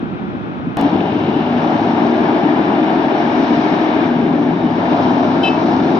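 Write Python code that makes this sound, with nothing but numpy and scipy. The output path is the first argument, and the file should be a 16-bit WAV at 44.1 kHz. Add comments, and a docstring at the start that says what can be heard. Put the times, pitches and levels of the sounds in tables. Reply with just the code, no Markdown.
"""A far rumble of engines and tyres comes first, under heavy exhaust puffs; then, all at once, traffic is close.
Diesel trucks labour round a hill bend below a rock cutting: pulses at the firing rate ring exhausts and blocks.
Two cars sweep past on coarse asphalt: shaped noise gives tyre roar and hiss, and the cars screen the trucks.
Gliding sines make engine notes, a silencer boom, a gear whine and faint brake squeaks; a horn sounds once."""
import sys
import numpy as np
from scipy import signal
from scipy.fft import rfft, irfft, next_fast_len
from scipy.io import wavfile
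from scipy.ndimage import uniform_filter1d, minimum_filter1d, map_coordinates

SR = 44100
rng = np.random.default_rng(int(sys.argv[2]) if len(sys.argv) > 2 else 0)


def inscribe(sig):
    """Save sig as 16-bit PCM at rate SR to the path in sys.argv[1].

    A 1-D sig is mono; a 2-D sig holds one channel per row.
    Samples are clipped to [-1, 1] before scaling.
    """
    pcm = np.round(np.clip(np.atleast_2d(sig).T, -1, 1) * 32767)
    wavfile.write(sys.argv[1], SR, pcm.astype(np.int16))


N = 264159

CLOSE_S, CLOSE_RISE_S = 0.768, 0.002  # when the near traffic takes over, and how long that takes
TOP_HZ = 15300  # upper band limit

# Far traffic, resonances of rumble and road noise: frequency_hz, gain_db
FAR_RUMBLE_BODY = [(21, -39), (35, -26), (91, -8.5), (136, -5), (176, 2), (231, -1), (324, -1), (350, -10),
                   (424, -8.5), (520, -23), (680, -48.5), (1140, -120)]
FAR_ROAD_BODY = [(260, -42), (450, -9), (477, 1), (762, 2.5), (1040, -5.5), (1350, -5), (1990, -14),
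                 (2540, -11.5), (2780, -17), (3700, -20), (4550, -32.5), (5790, -36.5), (6950, -56),
                 (9040, -72), (15300, -120)]
FAR_RUMBLE_DB, FAR_ROAD_DB = -25.5, -35

# Likeness of the left and right signals, near and far: frequency_hz, likeness (1 = identical)
ALIKE = [(60, 0.94), (310, 1), (420, 0.76), (510, 0.54), (620, .95), (830, .93), (990, .55), (1370, 0.39),
         (1700, .7), (2050, 0.9), (2450, .36), (2900, .65), (3650, 0.36), (4500, .45)]
FAR_ALIKE = [(100, 0.25), (400, 0.52), (1600, 0.81), (3700, .12)]
# Level difference, left minus right, near and far: frequency_hz, difference_db
LEAN = [(80, 0.5), (220, 2), (400, 7), (550, -7), (970, 10.5), (1200, -1), (1500, -2.5), (1700, 8.5),
        (2600, 4), (3400, 3.5), (3950, -0.5), (5300, 2.5)]
FAR_LEAN = [(100, -9.5), (170, -8), (290, 1.5), (900, 3.5), (2300, 5.5), (6000, 0.5)]
# Phase by which the left microphone leads, near and far: frequency_hz, lead_rad
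LEAD = [(330, .05), (470, -1), (580, .35), (910, .35), (1040, -2.5), (1250, -2.2), (1500, .3), (1950, -2.9),
        (2150, 1.9), (2300, .2), (2500, -2.3), (2750, 2.7), (3000, 1.1), (3900, .8), (4400, 1.9),
        (5500, .7)]
FAR_LEAD = [(300, -.1), (600, 1), (860, .5), (980, -2.8), (2600, -1.8)]
# Reverberation of the rock face: frequency_hz, t60_s
CUTTING = [(150, 0.25), (1000, 0.93), (3000, 0.6), (8000, 0.1)]

# Clicks as the traffic jumps closer: start_s, peak_db
CLICKS = [(0.771, -11.5), (0.793, -25), (0.813, -13.5)]
# Heavy exhaust puffs: start_s, gain_db
PUFFS = [(0.027, -13), (0.348, -13.5), (0.669, -13), (1.293, -8), (1.54, -10), (2.02, -9), (3.069, -7.5),
         (3.405, -9), (3.59, -8), (4.052, -9), (4.23, -8), (4.305, -8), (4.645, -8.5), (5.281, -7.5),
         (5.812, -8)]
# Engine notes that stand clear of the din: start_s, end_s, first_hz, last_hz, level_db
HUMS = [(-0.2, 0.8, 355, 356, -37), (0.75, 2.1, 98, 107, -37), (1.2, 3.7, 409, 447, -34),
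        (1.0, 1.85, 558, 568, -38), (0.72, 1.08, 284, 295, -24.5), (1.15, 2.3, 247, 234, -23.5),
        (1.7, 3.4, 358, 349, -29.5), (1.85, 3.0, 297, 309, -26), (3.18, 3.55, 240, 245, -21.5),
        (3.35, 4.0, 303, 311, -22.5), (3.98, 4.32, 238, 244, -21.5), (4.22, 4.56, 288, 291, -21.5),
        (4.0, 4.9, 165, 174, -28.5), (4.5, 5.9, 104, 106, -38), (5.1, 5.5, 281, 280, -20.5),
        (5.65, 6.15, 319, 324, -24.5)]
HUM_FADE_S, HUM_WAVER_DB = 0.15, 1.6

# Brake linings: centre_s, half_length_s, pitch_hz, peak_db
SQUEAKS = [(4.45, 0.05, 2961, -49), (4.68, 0.08, 2961, -47), (4.62, .075, 3704, -45.5)]

# Horn diaphragm: harmonic_number, gain_db
HORN_HARMONICS = [(6, -23), (7, -28), (8, -43), (9, -35.5), (11, -49), (12, -48), (13, -58), (16, -71),
                  (18, -69), (19, -79)]
# Discrete horn echoes from the rocks: delay_s, gain_db
HORN_ECHOES = [(.044, -11), (.076, -18)]
HORN_HZ, HORN_RASP, HORN_T60_S = 435.2, 0.17, 0.025  # settled pitch, roughness, decay after release
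HORN_SHARP, HORN_SETTLE_S = 0.025, 0.007  # share by which it starts sharp, and time constant of settling

# Passing cars: screening_centre_s, screening_db, closest_s, roar_db, hiss_db
CARS = [(1.2, 4, 0.82, -28, -39), (4.45, 4.5, 5.01, -22, -40)]
# Share of the screening felt by: clatter, tyre_roar, tread_hiss
SCREENED = (0.58, 0.94, 0.64)
SCREEN_S = 0.37  # half the time for which a car hides the trucks
PASS_S = 0.13  # a car's closest distance over its speed
# Resonance of a car's low drone: frequency_hz, gain_db
CAR_BODY = [(25, -44.5), (50, -22), (90, -7), (125, -2), (170, 9), (220, -11.5), (400, -42.5), (900, -100)]
CAR_DRONE_DB, DRONE_S = -29.5, 0.8  # level and half length

# Tyre roar, truck tread hiss and car tread hiss: frequency_hz, gain_db
ROAR = [(280, -36), (480, -9), (527, -9), (561, -5), (675, 1), (789, -0.5), (965, -4.5), (1080, -13.5),
        (1400, -15.5), (1820, -33.5), (3080, -120)]
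TREAD = [(2400, -29.5), (3350, -11.5), (3720, -1), (4100, -5), (4550, -9.5), (5000, -7.5), (5600, -9),
         (6000, -13.5), (6400, -25), (7000, -26.5), (8000, -49), (10000, -100)]
CAR_TREAD = [(1000, -25.5), (2000, -7.5), (2900, -3), (3800, -4), (4600, -16.5), (6000, -21.5), (7000, -42),
             (10000, -100)]
ROAR_DB, HISS_DB = -20, -48  # the trucks' tyres
# Swells of the trucks' tread hiss: centre_s, rise_db
HISS_SWELLS = [(1.9, 2.5), (3.55, 5.5), (5.15, 3), (5.8, 4.5)]
SWELL_S = 0.4  # half the length of a swell

# Sideways tread rasp of the first car: frequency_hz, gain_db
SCRUB = [(1500, -35), (2400, -3.5), (2900, 4.5), (3300, -4), (3800, -4), (4500, -19.5), (7000, -47.5),
         (10000, -100)]
SCRUB_S, SCRUB_HALF_S, SCRUB_DB = 1.32, 0.55, -41
# Stones crunched under those tyres: start_s, level_db (10 dB above the rms at the height of the crunch)
STONES = [(0.962, -29), (1.004, -25)]

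# Gear whine as a truck gathers speed: time_s, pitch_hz, level_db
WHINE = [(1.0, 1110, -51), (1.45, 1149, -45.5), (1.8, 1310, -41), (2.5, 1356, -48), (3.0, 1400, -44),
         (3.65, 1500, -41), (4.1, 1521, -41.5), (5.3, 1495, -52)]
BOOM_HZ, BOOM_WIDTH_HZ = 248.5, 13  # resonance of the tanker's silencer
BOOM_DB, BOOM_WAVER_DB = -19.5, 2

# Firing rates of the tanker and of the truck behind it: time_s, firing_hz
TANKER = [(0.77, 70.04), (1.3, 74.38), (2.2, 78.43), (3.5, 78.2), (5.1, 82.82), (5.65, 83.8), (6, 87.8)]
FOLLOWER = [(0.77, 96.4), (1.3, 101.8), (2, 107.7), (2.7, 109.6), (3.6, 104.3), (4.4, 98.23), (5.3, 97.5),
            (6, 107)]
# Resonance of the exhaust pipes and of the engine blocks: frequency_hz, gain_db
PIPE = [(25, -48), (45, -32.5), (75, -24.5), (100, -18.5), (125, -12), (172, -5.5), (208, -5), (245, -1),
        (290, 1), (335, -2.5), (400, -8.5), (440, -10.5), (480, -19.5), (560, -20), (730, -40.5),
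        (1300, -100)]
BLOCK = [(650, -28), (1100, 0), (1320, -6.5), (1670, 2.5), (1970, -9), (2230, -1), (2650, -9), (2920, -7.5),
         (3260, -11.5), (3610, -14.5), (4200, -35.5), (5460, -45), (9240, -120)]
# Modes of the thin engine covers: centre_hz, width_hz, gain_db
COVERS = [(1706, 110, -1.5), (2240, 170, -6), (3060, 600, -17.5), (3610, 94, -13.5), (3980, 120, -21)]
# Exhausts as they surge and ease: time_s, level_db
EXHAUST = [(0.77, -15), (1.1, -15.5), (1.5, -17.5), (1.9, -15.5), (2.6, -15.5), (2.97, -16), (3.15, -16),
           (3.65, -16), (3.95, -18), (4.25, -16), (4.65, -17), (4.78, -19.5), (5.0, -15), (5.4, -18.5),
           (5.8, -14.5), (6, -15)]
# Engine clatter: time_s, gain_db
CLATTER = [(0.77, -32.5), (2.9, -30), (3.95, -29.5), (4.4, -32), (6, -33)]
DEEP_DB = -0.5  # loss of the deepest throb


def amp(db):
    """Decibel law: 20 dB is a tenfold gain."""
    return 10 ** (np.asarray(db) / 20)


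def tilt(db):
    """Intensity stereo: raise the left by db and lower the right by as much."""
    return amp([[db], [-db]])


def unit(x):
    """Normalisation: scale to rms 1."""
    return x / np.sqrt(np.mean(x ** 2) + 1e-20)


def clock():
    """Sampling: the time of each sample in seconds."""
    return np.arange(N) / SR


def along(points, hz):
    """Logarithmic frequency scale: interpolate (Hz, value) points along it."""
    f, v = np.transpose(points)
    return np.interp(np.log(hz + 1), np.log(f + 1), v)


def curves(rows):
    """Linear interpolation: one value per sample for each column after the time."""
    s, *cols = np.transpose(rows)
    return [np.interp(clock(), s, c) for c in cols]


def wobble(rate):
    """Band-limited fluctuation: a smooth random curve, rate knots a second."""
    knots = rng.standard_normal(int(N * rate / SR) + 4)
    return map_coordinates(knots, [clock() * rate])


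def swell(at_s, half_s, order=2):
    """Gaussian envelope: a hump of height 1; a higher order flattens its top."""
    return np.exp(-np.abs((clock() - at_s) / half_s) ** order)


def filtered(x, response):
    """Linear filtering: multiply the spectrum of x by a response of frequency."""
    m = next_fast_len(N + SR // 2)
    return irfft(rfft(x, m) * response(np.fft.rfftfreq(m, 1 / SR)), m)[..., :N]


def ring(x, spectrum, size=8192):
    """Minimum-phase resonance: a folded cepstrum gives a causal body with this spectrum."""
    gain = amp(along(spectrum, np.fft.rfftfreq(size, 1 / SR)))
    cepstrum = irfft(np.log(gain + 1e-6))
    fold = 1 + np.sign(size // 2 - np.arange(size)) * (np.arange(size) > 0)
    impulse = irfft(np.exp(rfft(cepstrum * fold)))
    return signal.fftconvolve(x, impulse[None], axes=1)[:, :N]


def spread(pair, alike, lean, lead=LEAD):
    """Interchannel coherence: mix two unrelated signals into two microphones whose mean has rms 1."""
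    def ports(hz):
        width = np.tan(np.arccos(np.clip(along(alike, hz), -.95, 1)) / 2)
        lead_hz, radians = np.transpose(lead)
        half_lead = along(np.column_stack([lead_hz, np.unwrap(radians)]), hz) / 2
        side = np.array([[1], [-1]])
        gain = amp(side * along(lean, hz) / 2) * np.exp(1j * side * half_lead)
        mix = np.array([gain, gain * side * width])
        return mix / np.linalg.norm(mix.mean(1), axis=0)
    both = filtered(pair[:, None], ports).sum(0)
    return both / np.std(both.mean(0))


def rush(patchy_db):
    """Turbulence: two noises share patches of gain that drift over time and frequency."""
    z = signal.stft(rng.standard_normal((2, N)), nperseg=512)[2]
    field = rng.standard_normal(z.shape[1:])
    field = uniform_filter1d(field, size=4, axis=0)
    field = uniform_filter1d(field, size=14, axis=1)
    return unit(signal.istft(z * amp(patchy_db * unit(field)), nperseg=512)[1][:, :N])


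def echo(x):
    """Diffuse reflection: the rock face answers each side with decaying noise."""
    hz, t, z = signal.stft(rng.standard_normal((2, SR // 2)), SR, nperseg=256)
    decay = amp(-60 * t / along(CUTTING, hz)[:, None])
    tail = signal.istft(z * decay, SR, nperseg=256)[1]
    return signal.fftconvolve(x[None], tail / np.linalg.norm(tail[0]), axes=1)[:, :N]


def firings(speed, uneven, scatter, jitter_s, count=6):
    """Periodic excitation: one pulse per firing, uneven by cylinder and by chance in strength and time."""
    turns = np.cumsum(curves(speed)[0] * (1 + 0.0029 * wobble(6))) / SR
    k = np.arange(1, int(turns[-1]))
    chance = rng.standard_normal((len(k), 2))
    cylinders = rng.standard_normal(count)
    cylinders = unit(cylinders - cylinders.mean())
    strength = np.exp(uneven * cylinders[k % count] + scatter * chance[:, 0])
    at = (np.interp(k, turns, clock()) + jitter_s * chance[:, 1]) * SR
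    return unit(np.bincount(np.clip(at, 0, N - 1).astype(int), strength, N))


def bursts(pulses, decay_s):
    """Exponential relaxation: an envelope jumps at every pulse and dies away."""
    return unit(signal.lfilter([1], [1, -np.exp(-1 / (decay_s * SR))], pulses))


def far_traffic(firing_hz=58.6):
    """Diffuse sound: engines up the hill arrive as reflected firings and noise, their tyres as noise."""
    pulses = firings([(0, firing_hz)], uneven=0.26, scatter=0.47, jitter_s=0.001)
    engines = amp(-14.5) * echo(pulses) + rush(patchy_db=1.0)
    rumble = spread(ring(engines, FAR_RUMBLE_BODY), FAR_ALIKE, FAR_LEAN, FAR_LEAD)
    road = spread(ring(rush(patchy_db=0.1), FAR_ROAD_BODY), FAR_ALIKE, FAR_LEAN, FAR_LEAD)
    return amp(FAR_RUMBLE_DB) * rumble + amp(FAR_ROAD_DB) * road


def clicks(decay_s=0.00075):
    """Transient: each click is a sharp step of pressure that drains at once."""
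    t = clock()
    return sum(amp(db) * (t >= s) * np.exp(-np.abs(t - s) / decay_s) for s, db in CLICKS)


def puffs(pipe_hz=250, t60=0.05, rise_s=0.0029, low_hz=110):
    """Damped oscillation: each heavy puff is a thump at the resonance of an exhaust pipe."""
    out = np.zeros(N)
    for s, db in PUFFS:
        t = np.maximum(clock() - s, 0)
        hz = pipe_hz * (1 + 0.025 * rng.normal())
        thump = np.sin(2 * np.pi * hz * t) * amp(-60 * t / t60) * (1 - np.exp(-t / rise_s))
        out += amp(db) * thump / np.abs(thump).max()
    high_pass = signal.butter(2, low_hz, "high", fs=SR, output="sos")
    return signal.sosfilt(high_pass, out) * tilt(1.8)


def hums():
    """Partial tones: single engine notes swell out of the din, glide with the revs and sink back."""
    t, out = clock(), np.zeros(N)
    for start, end, first_hz, last_hz, db in HUMS:
        hz = np.interp(t, [start, end], [first_hz, last_hz]) * (1 + .003 * wobble(12))
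        fade = np.clip(np.minimum(t - start, end - t) / HUM_FADE_S, 0, 1)
        tone = np.sqrt(2) * np.sin(2 * np.pi * np.cumsum(hz) / SR)
        out += fade * amp(db + HUM_WAVER_DB * wobble(11)) * tone
    return out * tilt(1.5)


def brake():
    """Friction-driven vibration: the brake linings squeak faintly as unsteady sines."""
    out = np.zeros(N)
    for s, half_s, hz, db in SQUEAKS:
        phase = 2 * np.pi * np.cumsum(hz * (1 + 0.0008 * wobble(150))) / SR
        out += amp(db) * swell(s, half_s) * np.sin(phase)
    return out


def horn(start_s=5.43, stop_s=5.488, rise_s=0.0058, gong_hz=3100, gong_t60=0.09, gong_db=-21, dull_hz=3500):
    """Forced vibration: a rasping diaphragm starts sharp and strikes its tone disc; dull echoes return."""
    t = clock()
    sounding, released = np.maximum(t - start_s, 0), np.maximum(t - stop_s, 0)

    def attack(k):  # higher harmonics speak sooner
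        return (1 - np.exp(-sounding / rise_s * (k / 6) ** 3)) ** 2

    def rocks(hz):
        delayed = sum(amp(db) * np.exp(-2j * np.pi * hz * s) for s, db in HORN_ECHOES)
        return delayed / (1 + (hz / dull_hz) ** 10)

    pitch = HORN_HZ * (1 + HORN_SHARP * np.exp(-sounding / HORN_SETTLE_S) + 0.0019 * wobble(110))
    phase = 2 * np.pi * np.cumsum(pitch) / SR
    ports = np.array([[.35], [-.35]])  # radians: the left microphone leads
    buzz = 0
    for k, db in HORN_HARMONICS:
        rasp = 1 + HORN_RASP * k / 6 * wobble(450)
        buzz = buzz + attack(k) * amp(db) * rasp * np.sin(k * phase + ports)
    disc_noise = rng.standard_normal((2, N))
    disc = unit(filtered(disc_noise, lambda hz: np.exp(-((hz - gong_hz) / 130) ** 2)))
    toot = amp(5.5 - 60 * released / HORN_T60_S) * buzz
    toot = toot + attack(9.6) * amp(gong_db - 60 * sounding / gong_t60) * disc
    return toot * tilt(2.8) + filtered(toot, rocks) + amp(-22.5) * echo(toot[0])


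def car_drone(lag_s=0.076):
    """Resonance: each car drones low while it is side-on, as noise through a low body."""
    nearness = sum(swell(s + lag_s, DRONE_S) for s, *_ in CARS)
    return amp(CAR_DRONE_DB) * nearness * spread(ring(rush(patchy_db=1.5), CAR_BODY), ALIKE, LEAN)


def scrub(stone_s=0.0027):
    """Lateral friction: the first car's cornering tread rasps over coarse asphalt and crunches stones."""
    rasp = amp(SCRUB_DB + 2.1 * wobble(160)) * swell(SCRUB_S, SCRUB_HALF_S)
    crunch = sum(amp(db - 10) * swell(s + stone_s, stone_s) for s, db in STONES)
    return (rasp + crunch) * spread(ring(rush(patchy_db=0.2), SCRUB), ALIKE, LEAN)


def screening():
    """Acoustic shadow: dB lost by clatter, tyre roar and tread hiss while a car hides the trucks."""
    loss_db = sum(db * swell(s, SCREEN_S, order=6) for s, db, *_ in CARS)
    return [share * loss_db for share in SCREENED]


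def passing(closest_s, db):
    """Distance law: a car's tyres are loudest when it is closest and fade with distance."""
    return amp(db) / (1 + ((clock() - closest_s) / PASS_S) ** 2) ** 1.3


def tyres():
    """Contact noise: tread roars and grit crackles under it, steadily for trucks, briefly for cars."""
    _, roar_loss_db, hiss_loss_db = screening()
    car_roar_gain = sum(passing(s, db) for _, _, s, db, _ in CARS)
    car_hiss_gain = sum(passing(s, db) for _, _, s, _, db in CARS)
    swell_db = sum(db * swell(s, SWELL_S) for s, db in HISS_SWELLS)
    roar = spread(ring(rush(patchy_db=0.66), ROAR), ALIKE, LEAN)
    grit = amp(1.2 * wobble(700))
    hiss = spread(ring(rush(patchy_db=1.1) * grit, TREAD), ALIKE, LEAN)
    car_hiss = spread(ring(rush(patchy_db=2.3) * grit, CAR_TREAD), ALIKE, LEAN)
    roar_gain = np.hypot(amp(ROAR_DB - roar_loss_db), car_roar_gain)  # powers of trucks and cars add
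    hiss_gain = amp(HISS_DB + swell_db - hiss_loss_db)
    return roar_gain * roar + hiss_gain * hiss + car_hiss_gain * car_hiss


def gears():
    """Tooth-mesh tone: meshing teeth sing one thin, unsteady line."""
    hz, db = curves(WHINE)
    phase = 2 * np.pi * np.cumsum(hz * (1 + 0.0056 * wobble(40))) / SR
    waver_db = 3.7 * np.array([wobble(10.0), wobble(8.7)])  # separate for left and right
    return amp(db + waver_db) * np.sin(phase + np.array([[1.2], [-1.2]]))


def boom(order=3):
    """Resonant amplification: the silencer drones when one order of the tanker's engine meets its mode."""
    hz = order * curves(TANKER)[0]
    resonance = 1 / (1 + (2 * (hz - BOOM_HZ) / BOOM_WIDTH_HZ) ** 2)
    phase = 2 * np.pi * np.cumsum(hz * (1 + 0.01198 * wobble(15))) / SR
    return resonance * amp(BOOM_DB + BOOM_WAVER_DB * wobble(22)) * np.sin(phase) * tilt(1.8)


def covers(knocks):
    """Modal vibration: the thin engine covers ring in narrow bands."""
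    def modes(f):
        total = sum(amp(db) * 1j * f * np.sqrt(w) / (c * c - f * f + 1j * f * w) for c, w, db in COVERS)
        return total / (1 + (f / 5000) ** 12)
    return spread(filtered(knocks, modes), ALIKE, LEAN)


def trucks(deep_hz=130):
    """Source and resonator: firings ring the exhausts, drive turbulent gas and rattle the engine blocks."""
    tanker = firings(TANKER, uneven=0.34, scatter=.32, jitter_s=.0004)
    follower = firings(FOLLOWER, uneven=0.45, scatter=0.27, jitter_s=0.00041)
    # the tanker's beat firms up as it nears
    pulses = amp(-5 + 0.63 * clock()) * tanker + amp(-9.0) * follower
    gas = rush(patchy_db=-0.15) * unit(1.1 + bursts(pulses, decay_s=0.0048))
    direct = np.array([pulses, echo(pulses)[0]])
    drive = direct + amp(-1.5) * echo(pulses) + amp(5) * gas
    exhaust = spread(ring(drive - drive.mean(), PIPE), ALIKE, LEAN)
    deep = filtered(exhaust, lambda hz: 1 / (1 + (hz / deep_hz) ** 8))
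    exhaust = exhaust + (amp(DEEP_DB) - 1) * deep
    knocks = rush(patchy_db=0.0) * (2.0 + bursts(pulses, decay_s=0.018))
    block = spread(ring(knocks, BLOCK), ALIKE, LEAN)
    clatter = amp(0.36) * block + amp(-11) * covers(knocks)
    return amp(curves(EXHAUST)[0]) * exhaust + amp(curves(CLATTER)[0] - screening()[0]) * clatter


def scene():
    """Superposition: far traffic gives way abruptly to near vehicles; the other sources simply add."""
    near = np.clip((clock() - CLOSE_S) / CLOSE_RISE_S, 0, 1)
    vehicles = car_drone() + scrub() + tyres() + gears() + boom() + trucks()
    background = (1 - near) * far_traffic()
    return background + clicks() + puffs() + hums() + brake() + horn() + near * vehicles


def record(dry, ceiling=0.8, size=400):
    """Peak limiting: a smoothed gain holds down the highest peaks; a steep low-pass sets the band limit."""
    needed = np.minimum(1, ceiling / (np.abs(dry).max(0) + 1e-9))
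    gain = minimum_filter1d(needed, size)  # size in samples
    gain = uniform_filter1d(uniform_filter1d(gain, size // 2), size // 2)
    return filtered(dry * gain, lambda hz: 1 / (1 + (hz / TOP_HZ) ** 40))


dry = scene()
out = record(dry)
inscribe(out)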